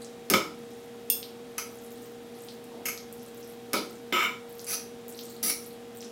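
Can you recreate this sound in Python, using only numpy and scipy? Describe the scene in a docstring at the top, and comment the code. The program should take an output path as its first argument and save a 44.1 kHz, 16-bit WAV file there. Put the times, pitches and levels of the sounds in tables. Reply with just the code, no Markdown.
"""One microphone near a stoneware plate of pasta on a wooden table, in a small, hard-walled kitchen.
An appliance hums behind from the start; wet strands tick and squelch as fork and spoon twirl them.
At 0.3 s the cutlery knocks on the plate and shakes the table; at 1.1 s the fork clinks. Light skids
over the glaze follow, then two more knocks, at 3.7 and 4.1 s, each running into a scrape. Short steel
squeals come near 4.7 and 5.4 s, and the pasta crackles to the end. The room answers every contact."""
import sys
import numpy as np
from scipy import signal
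from scipy.fft import rfft, irfft
from scipy.io import wavfile

SR = 44100
rng = np.random.default_rng(int(sys.argv[2]) if len(sys.argv) > 2 else 0)


def digitize_waveform(pressure):
    """Quantize a signal to 16-bit integers and store it at the path in sys.argv[1].

    Rows of a 2-D input are taken as channels; values are limited to [-1, 1].
    """
    field = np.atleast_2d(pressure).T
    bounded = np.clip(field, -1, 1)
    quanta = np.round(bounded * 32767).astype(np.int16)
    wavfile.write(sys.argv[1], SR, quanta)


N = 269451


def amp(db):
    """Decibels to gain."""
    return 10 ** (np.asarray(db) / 20)


def unit_rms(x):
    """Scales to an rms of one."""
    return x / np.sqrt(np.mean(x ** 2) + 1e-20)


def curve_at(points, hz, column=1):
    """Interpolates one column of a table on a log-frequency axis."""
    columns = np.transpose(points)
    return np.interp(np.log(hz + 1), np.log(columns[0] + 1), columns[column])


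def add(mix, start_s, sound):
    """Mixes a sound in at its start time."""
    part = mix[max(round(start_s * SR), 0):][:len(sound)]
    part += sound[:len(part)]


def band(x, hz, octaves):
    """A gentle band-pass around hz."""
    half_span = 2 ** (octaves / 2)
    top_hz = min(hz * half_span, .47 * SR)
    low_hz = min(hz, top_hz) / half_span
    return signal.sosfilt(signal.butter(2, [low_hz, top_hz], "band", fs=SR, output="sos"), x)


def drift(rate_hz):
    """A slow random wander with an rms of one."""
    hz = np.fft.rfftfreq(N, 1 / SR)[:N // 64]
    slow = irfft(rfft(rng.standard_normal(N))[:len(hz)] * np.exp(-(hz / rate_hz) ** 2))
    return unit_rms(np.interp(np.linspace(0, len(slow) - 1, N), np.arange(len(slow)), slow))


def room_tone(level_db=-49.5):
    """The steady rush of air all around the microphone."""
    # spectrum of the room's air: (frequency [Hz], relative density [dB])
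    spectrum = [(15, -78), (25, -28.5), (185, -11), (236, -2.5), (293, -9.5), (405, -8.5), (463, -7.5),
                (531, -13.5), (754, -15), (988, -19.5), (2690, -24), (3620, -25), (4370, -27.5),
                (14800, -36.5), (16000, -40)]
    colour = amp(curve_at(spectrum, np.fft.rfftfreq(N, 1 / SR)))
    return amp(level_db) * unit_rms(irfft(rfft(rng.standard_normal(N)) * colour, N))


def appliance_hum(drift_hz=9, flutter_db=0.45):
    """A motor in the background, its tones wavering a little in pitch and level."""
    # motor tones: (frequency [Hz], rms level [dB], rms pitch waver [Hz])
    tones = [(120.4, -64.5, 1.18), (238.8, -52.5, 4.82), (471.5, -47, 0.73), (654, -65.5, 1.24),
             (762.5, -61, 0.75), (3305, -72, 1.62), (3510, -86, 1.8), (3780, -73.5, 2.04)]
    hum = np.zeros(N)
    for hz, db, waver_hz in tones:
        phase = 2 * np.pi * np.cumsum(hz + waver_hz * drift(drift_hz)) / SR
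        hum += amp(db) * np.sqrt(2) * np.sin(phase)
    return hum * amp(flutter_db * drift(drift_hz))


def kitchen(direct_db=-3, tail_delay_s=.006):
    """From plate to microphone: the direct path, near bounces and a tail that dies band by band."""
    # reverberation: (frequency [Hz], time to fall 60 dB [s], tail level [dB])
    reverb = [(144, 1, -1.5), (398, 0.27, 2), (1070, 0.44, -1.5), (2400, .35, -3.5), (5440, 0.34, 1.5),
              (10800, 0.33, -6), (15600, 0.27, -0.5)]
    # bounces off nearby surfaces: (delay [s], level [dB])
    echoes = [(.005, -9), (0.0112, -29), (.012, -14.5)]
    hz, t, tail = signal.stft(rng.standard_normal(SR // 2), SR, nperseg=256)
    decay_rate = np.log(1000) / curve_at(reverb, hz)[:, None]
    tail_gain = amp(curve_at(reverb, hz, column=2))[:, None]
    tail *= tail_gain * np.exp(-decay_rate * t) * np.sqrt(2 * decay_rate / SR)
    response = np.zeros(SR // 2)
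    add(response, tail_delay_s, signal.istft(tail, SR, nperseg=256)[1])
    for delay_s, db in [(0.001, direct_db)] + echoes:
        add(response, delay_s, amp([db]))
    return response


def stirring(rest_db=-72.5, turn_ends_db=-10):
    """How hard the pasta is worked: each turn of the fork swells and eases in one arch."""
    # turns of the fork: (time [s], length [s], crackle level at mid-turn [dB])
    turns = [(0, 0.041, -53.5), (0.5, 0.45, -71), (1.64, 0.5, -62.5), (2.335, 0.24, -57),
             (3.162, 0.39, -56), (3.82, 0.16, -60), (4.48, 0.17, -57.5), (5.078, 0.32, -50.5),
             (5.566, 0.18, -57), (5.94, 0.14, -51)]
    effort = np.full(N, amp(rest_db))
    for start_s, length_s, db in turns:
        arch_db = turn_ends_db * np.linspace(-1, 1, int(length_s * SR)) ** 2
        add(effort, start_s, amp(db + arch_db))
    return effort


def squelch(pops_per_s=190, low_hz=4200, high_hz=14000, octaves=0.29, bands=8):
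    """Tiny wet pops of many pitches, their level following the stirring."""
    pops = np.zeros(N)
    for hz in np.linspace(low_hz, high_hz, bands):
        onsets = rng.random(N) < pops_per_s / bands / SR
        sizes = amp(4 * np.minimum(rng.exponential(1, N), 3))  # spread over 12 dB
        pops += band(onsets * sizes + 1e-9, hz, octaves)
    return stirring() * unit_rms(pops)


def sauce_ticks(gain_db=3.5, octaves=0.79):
    """Films of sauce snap between parting strands, each a click of a few cycles."""
    # the loudest snaps: (time [s], relative peak level [dB], pitch [Hz])
    snaps = [(0.0456, -31.5, 6600), (1.2286, -26.5, 3680), (1.9067, -36, 13700), (2.4857, -32, 4010),
             (2.6412, -35, 10500), (2.9756, -28.5, 5000), (3.1258, -27.5, 11000), (4.5935, -30.5, 5300),
             (4.6438, -26.5, 9700), (5.0814, -25.5, 13300), (5.1899, -28, 3890), (6.0252, -36, 3200)]
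    out = np.zeros(N)
    for start_s, db, hz in snaps:
        snap = band(signal.unit_impulse(SR // 100), hz, octaves)
        add(out, start_s, amp(db + gain_db) * snap / abs(snap).max())
    return out


def ring(modes, pitch=1, tilt_db=0, narrow_hz=20, pivot_hz=8000):
    """A body's answer to a tap, as two rows: its damped modes and its long, narrow ones."""
    time = np.arange(SR // 2) / SR
    rows = np.zeros((2, len(time)))
    for hz, width_hz, db in modes:
        narrow = width_hz < narrow_hz
        decay_rate = np.pi * width_hz * (1 if narrow else np.pi / 2)
        t = time[:int(10 * SR / decay_rate)]
        # a damped resonance builds up while the bending wave crosses the body
        build_up = 1 if narrow else decay_rate * t
        envelope = build_up * np.exp(-decay_rate * t)
        gain = amp(db + tilt_db * np.log2(hz / pivot_hz)) * 2 * decay_rate / SR
        add(rows[int(narrow)], 0, gain * envelope * np.cos(2 * np.pi * hz * pitch * t))
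    return rows


def radiate(body):
    """Damped modes fill the room, by new paths for each contact; narrow ones ring on by themselves."""
    damped, lasting = body
    return lasting + signal.fftconvolve(damped, kitchen())[:len(lasting)]


def plate_on_table(table, plate, table_db, plate_db, push_hz, push_octaves):
    """The plate rings in the band a contact pushes; the table shakes, deeper for a heavier contact."""
    lowest_hz, heavy_db, octaves_per_db = 100, 25, 0.54
    cutoff_hz = lowest_hz * 2 ** np.clip((heavy_db - table_db) * octaves_per_db, 0, 1)
    thud = signal.sosfilt(signal.butter(3, cutoff_hz, "high", fs=SR, output="sos"), table)
    return amp(table_db) * thud + amp(plate_db) * band(plate, push_hz, push_octaves)


def stick_slip(length_s, swell_db, slips_per_s=2200, spread_db=4, grit=0.068, swell_curve=0.64):
    """Steel catches and slips on the glaze: a dense run of uneven jolts with an energy of one."""
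    size = int(length_s * SR)
    onsets = rng.random(SR)[:size] < slips_per_s / SR
    strength = amp(spread_db * rng.standard_normal(SR)[:size])
    grain = rng.standard_normal(SR)[:size]
    jolts = onsets * strength * np.sign(grain) + grit * grain
    for _ in range(3):  # flatten the spectrum, so all modes are fed alike
        phase = np.angle(rfft(jolts, 2 * size))
        jolts = irfft(np.exp(1j * phase))[:size]
    hand_pressure = amp(swell_db * np.linspace(0, 1, size) ** swell_curve)
    return unit_rms(jolts * hand_pressure) / np.sqrt(size)


def cutlery_skids(table, plate):
    """Tines and spoon edge skid over the plate, which grinds while the steel rasps and squeals."""
    # strokes: (time [s], length [s], swell from start to end [dB], table level [dB], plate level [dB],
    # squeal level [dB], push centre [Hz], push span [octaves], squeal pitch [ratio], tilt [dB/octave])
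    strokes = [(0.303, 0.026, -3, 24.5, 10, -8, 1430, 1.2, 0.8, -8),
               (1.579, 0.0096, 1, -1, 8.5, 5, 1660, 1.37, 1.05, -0.5),
               (2.715, 0.12, -10, 6.5, 13, -36, 714, 0.4, 1.2, 0),
               (2.853, 0.019, -4, 3, 9.5, 6.5, 1900, 0.65, 1.12, 1),
               (2.883, 0.012, -20, -7, 11, 4, 2020, 0.73, 1.08, 1),
               (3.747, 0.038, -8, 20, 18, -0.5, 4270, 0.56, 0.96, -4),
               (4.124, 0.14, -4.5, 13.5, 25, 3.5, 1900, 1.71, 1.253, -4),
               (4.666, 0.079, 11, 3, 1.5, 11, 1740, 2.2, 1.024, 1),
               (5.427, 0.065, -4, 10, 7, 13.5, 2550, 1.5, 1.015, 6.5),
               (5.493, 0.013, 2, 5, 1.5, 9.5, 2300, 2.2, 0.95, 4)]
    # steel squealing on glaze, before a stroke's pitch and tilt: (frequency [Hz], width [Hz], level [dB])
    squeal_modes = [(2450, 320, 0), (3353, 400, -12), (4976, 450, -2), (5850, 620, 3), (7538, 800, -11),
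                    (8550, 500, -8), (10600, 680, 5), (11500, 550, 0), (12300, 450, -5), (13741, 650, -13),
                    (15010, 700, -8)]
    # the broad rasp of the contact, likewise: (frequency [Hz], width [Hz], level [dB])
    rasp = [(8000, 2500, -9)]
    out = np.zeros(N)
    for start_s, length_s, swell_db, table_db, plate_db, squeal_db, hz, span, pitch, tilt_db in strokes:
        grind = plate_on_table(table, plate, table_db, plate_db, hz, span)
        squeal = amp(squeal_db) * ring(squeal_modes + rasp, pitch, tilt_db)
        add(out, start_s, signal.fftconvolve(stick_slip(length_s, swell_db), radiate(grind + squeal)))
    return out


def cutlery_knocks(table, plate):
    """In the foreground, single hard contacts of steel on steel and steel on stoneware."""
    # contacts: (time [s], table level [dB], plate level [dB], fork level [dB], spoon level [dB],
    # centre of the push on the plate [Hz], push span [octaves])
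    contacts = [(0.2994, 8, 7, 9, 16.5, 1810, 1.1), (0.3365, 16, 22, -1.5, 10, 2600, 4.9),
                (0.3419, 26, 16.5, -8, -20, 1300, 3.1), (1.0996, -24, -39, 15, 0, 3100, 1.3),
                (3.732, 13, 6, -2.5, 13, 1610, 4.2), (3.7394, 21, 16.5, -14, -9, 1010, 2.3),
                (4.125, 18.5, 15, -10, -10, 2700, 1.85)]
    # modes of the fork: (frequency [Hz], width [Hz], level [dB])
    fork_modes = [(2734, 88, -2), (3433, 120, -1.5), (5300, 280, -4.5), (6500, 540, -8.5), (8710, 260, 4),
                  (11300, 320, 0.5), (12000, 240, 7.5), (13200, 570, 5), (13900, 490, -4), (15185, 560, -2)]
    # modes of the spoon: (frequency [Hz], width [Hz], level [dB])
    spoon_modes = [(2580, 210, -6), (5430, 1270, -7), (6320, 200, -7.5), (7480, 360, -9),
                   (8930, 150, -18.5), (11010, 300, -0.5), (12300, 1100, -7.5), (14100, 780, -11)]
    fork, spoon = ring(fork_modes), ring(spoon_modes)
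    out = np.zeros(N)
    for start_s, table_db, plate_db, fork_db, spoon_db, hz, span in contacts:
        knock = plate_on_table(table, plate, table_db, plate_db, hz, span)
        clink = amp(fork_db) * fork + amp(spoon_db) * spoon
        add(out, start_s, radiate(knock + clink))
    return out


def scene():
    """Cutlery, plate and pasta near the microphone, the humming kitchen behind, in mono."""
    # modes of the wooden table top: (frequency [Hz], width [Hz], level [dB])
    table_modes = [(108, 14, -9), (203, 9, 2), (240, 10, 3), (312, 12, -7), (364, 10, 4), (407, 12, -3),
                   (534, 9, 2), (210, 70, -16), (365, 130, -2), (520, 120, -11)]
    # modes of the stoneware plate: (frequency [Hz], width [Hz], level [dB])
    plate_modes = [(735, 12, -5), (842, 12, -3), (1245, 8, 5), (1288, 8, 10), (1352, 10, 1), (1461, 12, -3),
                   (1530, 14, -7), (2084, 10, 1), (2166, 10, 2), (2292, 9, 7), (2417, 12, -2),
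                   (3004, 10, -1), (3110, 10, 0), (760, 140, -10), (975, 100, -1), (1310, 115, 2.5),
                   (2260, 140, 3.5), (3030, 230, -3.5), (3500, 230, -5), (4373, 330, -16), (5191, 700, -10),
                   (6234, 335, -14), (7368, 242, -12)]
    table, plate = ring(table_modes), ring(plate_modes)
    pasta = signal.oaconvolve(sauce_ticks() + squelch(), kitchen(direct_db=-0.5))[:N]
    cutlery = cutlery_knocks(table, plate) + cutlery_skids(table, plate)
    return (cutlery + pasta + appliance_hum() + room_tone())[None]


def record(dry):
    """The recorder's band limit cuts the treble above 16 kHz."""
    low_pass = signal.firwin(255, 16000, window=("kaiser", 9), fs=SR)
    return signal.oaconvolve(dry, low_pass[None], "same")


dry = scene()
out = record(dry)
digitize_waveform(out)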